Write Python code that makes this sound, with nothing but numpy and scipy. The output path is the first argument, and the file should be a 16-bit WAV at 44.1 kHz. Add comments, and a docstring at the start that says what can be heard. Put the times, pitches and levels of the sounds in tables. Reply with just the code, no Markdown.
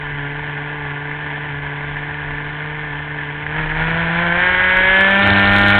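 """A model airplane's single-cylinder engine burbles at low throttle, close up, with loose knocks.
Each revolution fires a pulse down the muffler, cracks the exhaust port open and puffs out rough gas.
The engine revs up until, near top speed, every other firing is the stronger one and it growls.
Underneath, the slipstream shakes the wing and drums on the fuselage.
The loudest peaks overload a narrow-band microphone on the airframe, with a sharp crackle at top speed."""
import sys
import numpy as np
from scipy import signal
from scipy.fft import rfft, irfft, next_fast_len
from scipy.io import wavfile
from scipy.ndimage import map_coordinates

SR = 44100
rng = np.random.default_rng(int(sys.argv[2]) if len(sys.argv) > 2 else 0)


def file_out(sig):
    """Save sig as 16-bit WAV at sys.argv[1]."""
    # one column per channel
    cols = np.atleast_2d(sig).T
    # limit, then scale
    lim = np.clip(cols, -1, 1)
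    pcm = np.round(lim * 32767).astype(np.int16)
    wavfile.write(sys.argv[1], SR, pcm)


N = 255339

# the crankshaft's run from idle to full revs: (time [s], speed [Hz])
SHAFT_SPEED = [(0.0, 146.5), (0.26, 142.3), (0.42, 147.7), (0.56, 144.8), (0.76, 147.8), (0.89, 143.1),
               (1.23, 148.4), (1.32, 145.2), (1.47, 148), (1.51, 143.3), (2.19, 147.2), (2.34, 145.1),
               (2.63, 150), (2.84, 149.8), (2.93, 144.5), (3.05, 148.8), (3.3, 145.5), (3.53, 151.2),
               (3.59, 157.9), (3.68, 153.2), (4.01, 167.8), (4.08, 165.2), (4.24, 173.3), (4.29, 169.6),
               (4.45, 181.1), (4.81, 185.8), (5.21, 198.5), (5.79, 202.4)]
# the exhaust note at five throttle settings: (order [x shaft speed], level [dB])
NOTE_IDLE = [(2, -8.5), (3, -9), (4, -22), (5, -18), (6, -14), (7, -14.5), (8, -14), (9, -29.5), (10, -13),
             (11, -7.5), (12, -5), (13, -21), (14, -11), (15, -15), (16, -20)]
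NOTE_PART = [(2, -13.5), (3, -12.5), (4, -10), (5, -12.5), (6, -9.5), (7, -18), (8, -15.5), (9, -5.5),
             (10, -8.5), (11, -11.5), (12, -14), (13, -15.5), (14, -21), (15, -25), (16, -24.5)]
NOTE_HALF = [(2, -20.5), (3, -13), (4, -35.5), (5, -13.5), (6, -18.5), (7, -20), (8, -10), (9, -4),
             (10, -6), (11, -7.5), (12, -10), (13, -21.5), (14, -19), (15, -25), (16, -28)]
NOTE_CLIMB = [(2, -21), (3, -10), (4, -16.5), (5, -17), (6, -21), (7, -21.5), (8, -9.5), (9, 0), (10, -18),
              (11, -10), (12, -14), (13, -23), (14, -23.5), (15, -20.5), (16, -24)]
NOTE_FULL = [(2, -21.5), (3, -12.5), (4, -9.5), (5, -15), (6, -17), (7, -5.5), (8, -8.5), (9, -4),
             (10, -13), (11, -17), (12, -21.5), (13, -26.5), (14, -26), (15, -20.5), (16, -26)]
# where each of those five settings sits: (shaft speed [Hz])
NOTE_SPEEDS = [148, 170, 183, 193.5, 201.3]
# the airframe's answer to the once-a-revolution shake, with a null midway: (shaft speed [Hz], level [dB])
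AIRFRAME_THRUM = [(142, -28), (149, -31.5), (160, -22.5), (170, -22.5), (183, -33), (189, -31), (198, -20),
                  (203, -21)]
# tone of the exhaust port's crack: (frequency [Hz], gain [dB])
PORT_EQ = [(1500, -58.5), (2100, -38), (2450, 8.5), (2800, -3), (3050, 14.5), (3400, 3), (3750, -17),
           (4600, -21.5)]
# the cowl's resonances colouring gas and clatter at three throttle settings: (frequency [Hz], gain [dB])
COWL_IDLE_EQ = [(100, -20.5), (220, -15), (560, -15.5), (950, -4.5), (1290, -19.5), (1420, -6.5),
                (1810, -1), (1890, -9.5), (2020, -5.5), (2840, -16), (3010, -13.5), (3490, -19.5),
                (3660, -27), (4600, -40.5)]
COWL_OPEN_EQ = [(100, -13.5), (220, -26), (520, -14.5), (900, -7), (1290, -13), (1380, -2), (1810, 2.5),
                (1890, -11.5), (2280, -1), (2580, -11.5), (3010, -14), (3450, -14.5), (3660, -23),
                (4600, -31.5)]
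COWL_FULL_EQ = [(100, -21), (220, -14), (340, -6), (600, -11), (780, -4.5), (1290, -6.5), (1550, 6.5),
                (1770, -9.5), (1890, -8), (2240, 2.5), (2630, -4.5), (2970, -4), (3660, -10), (4600, -36.5)]
# hard knocks at low throttle: (time [s], peak level [dB])
HARD_KNOCKS = [(0.5771, -16), (1.1134, -13), (1.3029, -15), (1.6651, -15), (1.9694, -14), (2.2039, -16),
               (2.3136, -16), (2.3825, -15), (3.1867, -14), (3.2136, -14), (3.2889, -17), (3.4655, -11),
               (3.6995, -14), (3.7179, -10)]
# the engine mount's ringing modes: (frequency [Hz], level [dB], 60 dB decay time [s])
MOUNT_MODES = [(960, -20, .01), (1699, 5.5, 0.019), (1990, -1.5, 0.027), (3230, -17.5, 0.012)]
# half orders from strong and weak firings in turn: (order [x shaft speed], level [dB])
GROWL_ORDERS = [(0.5, -3), (1.5, -8), (2.5, -16), (3.5, -11), (4.5, -15), (5.5, -19), (6.5, -21), (7.5, -9),
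                (8.5, -10), (9.5, -15)]
# tone of the microphone's overload crackle: (frequency [Hz], gain [dB])
CRACKLE_EQ = [(300, -20.5), (1200, -9.5), (2500, -9.5), (3400, 5.5), (4200, 3), (5000, -3.5), (7000, -38.5)]
# gusts that shake the wing: (start [s], length [s], shudder level [dB])
WING_GUSTS = [(0.045, .42, -38.5), (1.602, .35, -41), (2.28, 0.17, -38.5), (3.586, .42, -32),
              (4.796, 0.12, -32), (5.323, 0.4, -28)]
# tone of the wing's shudder and of the fuselage's drumming: (frequency [Hz], gain [dB])
WING_EQ = [(12, -30), (24, -20), (30, -13.5), (34, 0.5), (38, -8.5), (56, -27), (120, -62.5)]
FUSELAGE_EQ = [(35, -19), (58, -16.5), (74, 0.5), (95, -9), (116, -6), (145, -13), (220, -23.5), (500, -44)]
# the microphone's narrow passband: (frequency [Hz], gain [dB])
MICROPHONE_EQ = [(10, 1.5), (25, -0.5), (3600, -2), (4000, -4), (4250, -11.5), (4500, -23.5), (4750, -64.5),
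                 (5200, -110)]

IDLE_HZ, OPEN_HZ = 149.7, 194.6  # shaft speed with the throttle closed and wide open


def exhaust(turns, speed, note_db):
    """One firing per revolution; the muffler favours different orders as the revs climb."""
    weights = shares(speed, NOTE_SPEEDS)
    idling = weights[0]
    # at low throttle the charge burns less evenly in timing and strength: the burble
    jitter_turns = .0011 * (1 + idling)
    scatter_db = 1 + idling
    firing = turns + jitter_turns * per_cycle(turns)
    strength = amp(scatter_db * per_cycle(turns))
    note = np.zeros(N)
    for rows in zip(NOTE_IDLE, NOTE_PART, NOTE_HALF, NOTE_CLIMB, NOTE_FULL):
        order = rows[0][0]
        level = sum(w * amp(db) for w, (_, db) in zip(weights, rows))
        flicker = amp(wobble(6))
        pipe_lag = .15 * rng.standard_normal()  # the pipe delays each order differently, smearing the pulse
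        note += level * flicker * np.cos(2 * np.pi * (order * firing + pipe_lag))
    push_db = 1.2 * (1 - idling)
    return amp(note_db + push_db) * unit(note * strength)


def mount_whine(speed, resonance_hz=1719.6, width_hz=22, peak_db=1.5):
    """Lift in dB as the nearest shaft order sweeps through the mount's main resonance."""
    detune = speed * np.round(resonance_hz / speed) - resonance_hz
    return peak_db / (1 + (detune / width_hz) ** 2)


def thrum(turns, speed):
    """The engine shakes the airframe once a revolution: a low, fluttering hum."""
    level_db = np.interp(speed, *np.transpose(AIRFRAME_THRUM))
    shake = np.sin(2 * np.pi * turns) * amp(.7 * wobble(14))
    return amp(level_db) * unit(shake)


def port_cracks(turns, speed, note_db):
    """The exhaust port bursts open once a revolution, putting a hard edge on the note."""
    edge_db = np.interp(speed, [150, 180, 192, 202], [-19, -16, -13.5, -17])
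    return amp(note_db + edge_db) * cracks(turns, PORT_EQ, scatter_db=2)


def rasp(turns, speed, fade_db=10, scatter_db=1.34, push_db=5.5):
    """Each firing lets out a puff of rough gas and clatter, brighter with more throttle."""
    firing = turns + .15
    # a puff starts abruptly and fades over the revolution
    puffs = amp(-fade_db * (firing % 1) + scatter_db * per_cycle(np.floor(firing)))
    gas = np.zeros(N)
    for weight, eq in zip(shares(speed, [150, 175, 200]), (COWL_IDLE_EQ, COWL_OPEN_EQ, COWL_FULL_EQ)):
        gas += np.sqrt(weight) * unit(coloured(puffs * rng.standard_normal(N), eq))
    level_db = swell(speed, idle_db=-28.1, top_db=-21.6, top_hz=159) + push_db * throttle(speed)
    return amp(level_db) * gas


def knocks(turns, speed, attack_s=.0003, jitter_turns=.1, tap_db=-29, scatter_db=4):
    """At low throttle each revolution taps the engine mount lightly, and a few knock hard."""
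    t = np.arange(SR // 25) / SR
    ring = sum(amp(db - 60 * t / t60) * np.sin(2 * np.pi * hz * t) for hz, db, t60 in MOUNT_MODES)
    ring *= 1 - np.exp(-t / attack_s)
    taps = cycle_starts(turns + jitter_turns * per_cycle(turns))
    blows = np.zeros(N)
    blows[taps] = amp(tap_db + scatter_db * np.minimum(rng.standard_normal(len(taps)), 2))
    blows *= np.interp(speed, [160, 180], [1, 0])  # the taps fade as the revs climb
    for time_s, db in HARD_KNOCKS:
        blows[round(time_s * SR)] = amp(db)
    return signal.fftconvolve(blows, ring / np.abs(ring).max())[:N]


def unevenness(speed, start_s=5.18, attack_s=.066, jump_db=26.5):
    """Level in dB of the alternate firing: a trace that grows with the revs, then jumps at start_s."""
    set_in = np.clip((np.arange(N) / SR - start_s) / attack_s, 0, 1)
    return swell(speed, idle_db=-70, top_db=-46, top_hz=OPEN_HZ) + jump_db * set_in


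def growl(turns, uneven_db, drift_db=.5):
    """Strong and weak firings alternate, adding a growl an octave below the note."""
    tone = np.zeros(N)
    for order, db in GROWL_ORDERS:
        level = amp(db + drift_db * wobble(11))
        tone += level * np.cos(2 * np.pi * (order * turns + rng.random()))
    return amp(uneven_db) * unit(tone)


def overload_crackle(turns, uneven_db, trim_db=-6, jitter_cycles=.016):
    """Sharp crackle every second revolution: the sound of the loudest peaks overdriving the microphone."""
    cycles = turns / 2 + jitter_cycles * per_cycle(turns / 2)
    return amp(uneven_db + trim_db) * cracks(cycles, CRACKLE_EQ, scatter_db=5.5)


def slipstream(speed, calm_db=-47, push_db=7.5, attack_s=.06, release_s=.14, drum_db=-3.5):
    """Turbulent air shakes the wing and drums on the fuselage, harder in gusts and at higher revs."""
    t = np.arange(N) / SR
    shudder = unit(coloured(rng.standard_normal(N), WING_EQ))
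    drumming = unit(coloured(rng.standard_normal(N), FUSELAGE_EQ))
    air = amp(calm_db + push_db * throttle(speed) + wobble(3.6))
    for start_s, length_s, db in WING_GUSTS:
        gust = np.interp(t - start_s, [-attack_s, 0, length_s, length_s + release_s], [0, 1, 1, 0])
        air = np.maximum(air, amp(db) * gust)
    prop_wash = amp(swell(speed, idle_db=-42.5, top_db=-34.5, top_hz=158))
    buffet = np.hypot(prop_wash, amp(drum_db) * air) * amp(.5 * wobble(8))
    return air * shudder + buffet * drumming


def cracks(cycles, eq, scatter_db, jitter_s=.00002):
    """One sharp crack per cycle, each a little off in time and strength."""
    starts = cycle_starts(cycles)
    size, late = rng.standard_normal((len(starts), 2)).T
    hits = np.clip(starts + (jitter_s * SR * late).astype(int), 0, N - 1)
    blows = np.zeros(N)
    blows[hits] = amp(scatter_db * size)
    return unit(coloured(blows, eq))


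def cycle_starts(cycles):
    """The samples at which a new cycle begins."""
    return np.flatnonzero(np.diff(np.floor(cycles)))


def throttle(speed, top_hz=OPEN_HZ):
    """0 at idle, rising to 1 at shaft speed top_hz."""
    return np.clip((speed - IDLE_HZ) / (top_hz - IDLE_HZ), 0, 1)


def swell(speed, idle_db, top_db, top_hz):
    """A fader in dB that rides up with shaft speed and levels off at top_hz."""
    return idle_db + (top_db - idle_db) * throttle(speed, top_hz)


def shares(speed, settings_hz):
    """Cross-fade weights of the throttle settings at each moment."""
    return [np.interp(speed, settings_hz, row) for row in np.eye(len(settings_hz))]


def per_cycle(cycles):
    """A new random value for each cycle, joined smoothly."""
    return map_coordinates(rng.standard_normal(2048), [cycles + 1], mode="nearest")


def wobble(rate):
    """A smooth random curve, rate knots a second."""
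    knots = rng.standard_normal(int(N * rate / SR) + 4)
    return map_coordinates(knots, [np.arange(N) * rate / SR])


def coloured(x, eq):
    """x through a minimum-phase EQ drawn as (frequency [Hz], gain [dB]) points."""
    size = 2 * next_fast_len(N // 2 + 8192)
    hz, db = np.transpose(eq)
    gain = amp(np.interp(np.log(np.fft.rfftfreq(size, 1 / SR) + 1), np.log(hz), db))
    cepstrum = irfft(np.log(gain + 1e-6))
    # folding the cepstrum puts all the ringing after the hit
    cepstrum[1:size // 2] *= 2
    cepstrum[size // 2 + 1:] = 0
    return irfft(rfft(x, size) * np.exp(rfft(cepstrum)))[:N]


def band_limited(x, gain):
    """x through a linear-phase filter; gain is a function of frequency."""
    size = next_fast_len(N + 8192)
    return irfft(rfft(x, size) * gain(np.fft.rfftfreq(size, 1 / SR)), size)[:N]


def amp(db):
    """Decibels to gain."""
    return 10 ** (np.asarray(db) / 20)


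def unit(x):
    """Scale to rms 1."""
    return x / np.sqrt(np.mean(x ** 2) + 1e-20)


def scene():
    """The crankshaft's speed drives every layer of the mix; open air gives no echo."""
    speed = np.interp(np.arange(N) / SR, *np.transpose(SHAFT_SPEED))
    turns = np.cumsum(speed) / SR
    note_db = swell(speed, idle_db=-31, top_db=-14.5, top_hz=185.3) + mount_whine(speed)
    uneven_db = unevenness(speed)
    body = exhaust(turns, speed, note_db) + thrum(turns, speed)
    bite = port_cracks(turns, speed, note_db) + rasp(turns, speed)
    roughness = knocks(turns, speed) + growl(turns, uneven_db) + overload_crackle(turns, uneven_db)
    return (body + bite + roughness + slipstream(speed))[None]


def record(dry, overload=.78, ceiling=.71, top_hz=15800):
    """The microphone squashes loud peaks and passes only a narrow band; the highest peaks then clip."""
    squashed = dry[0] / (1 + np.abs(dry[0] / overload) ** 12) ** (1 / 12)
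    narrow = band_limited(squashed, lambda hz: amp(np.interp(hz, *np.transpose(MICROPHONE_EQ))))
    clipped = np.clip(narrow, -ceiling, ceiling)
    return band_limited(clipped, lambda hz: hz < top_hz)[None]


dry = scene()
out = record(dry)
file_out(out)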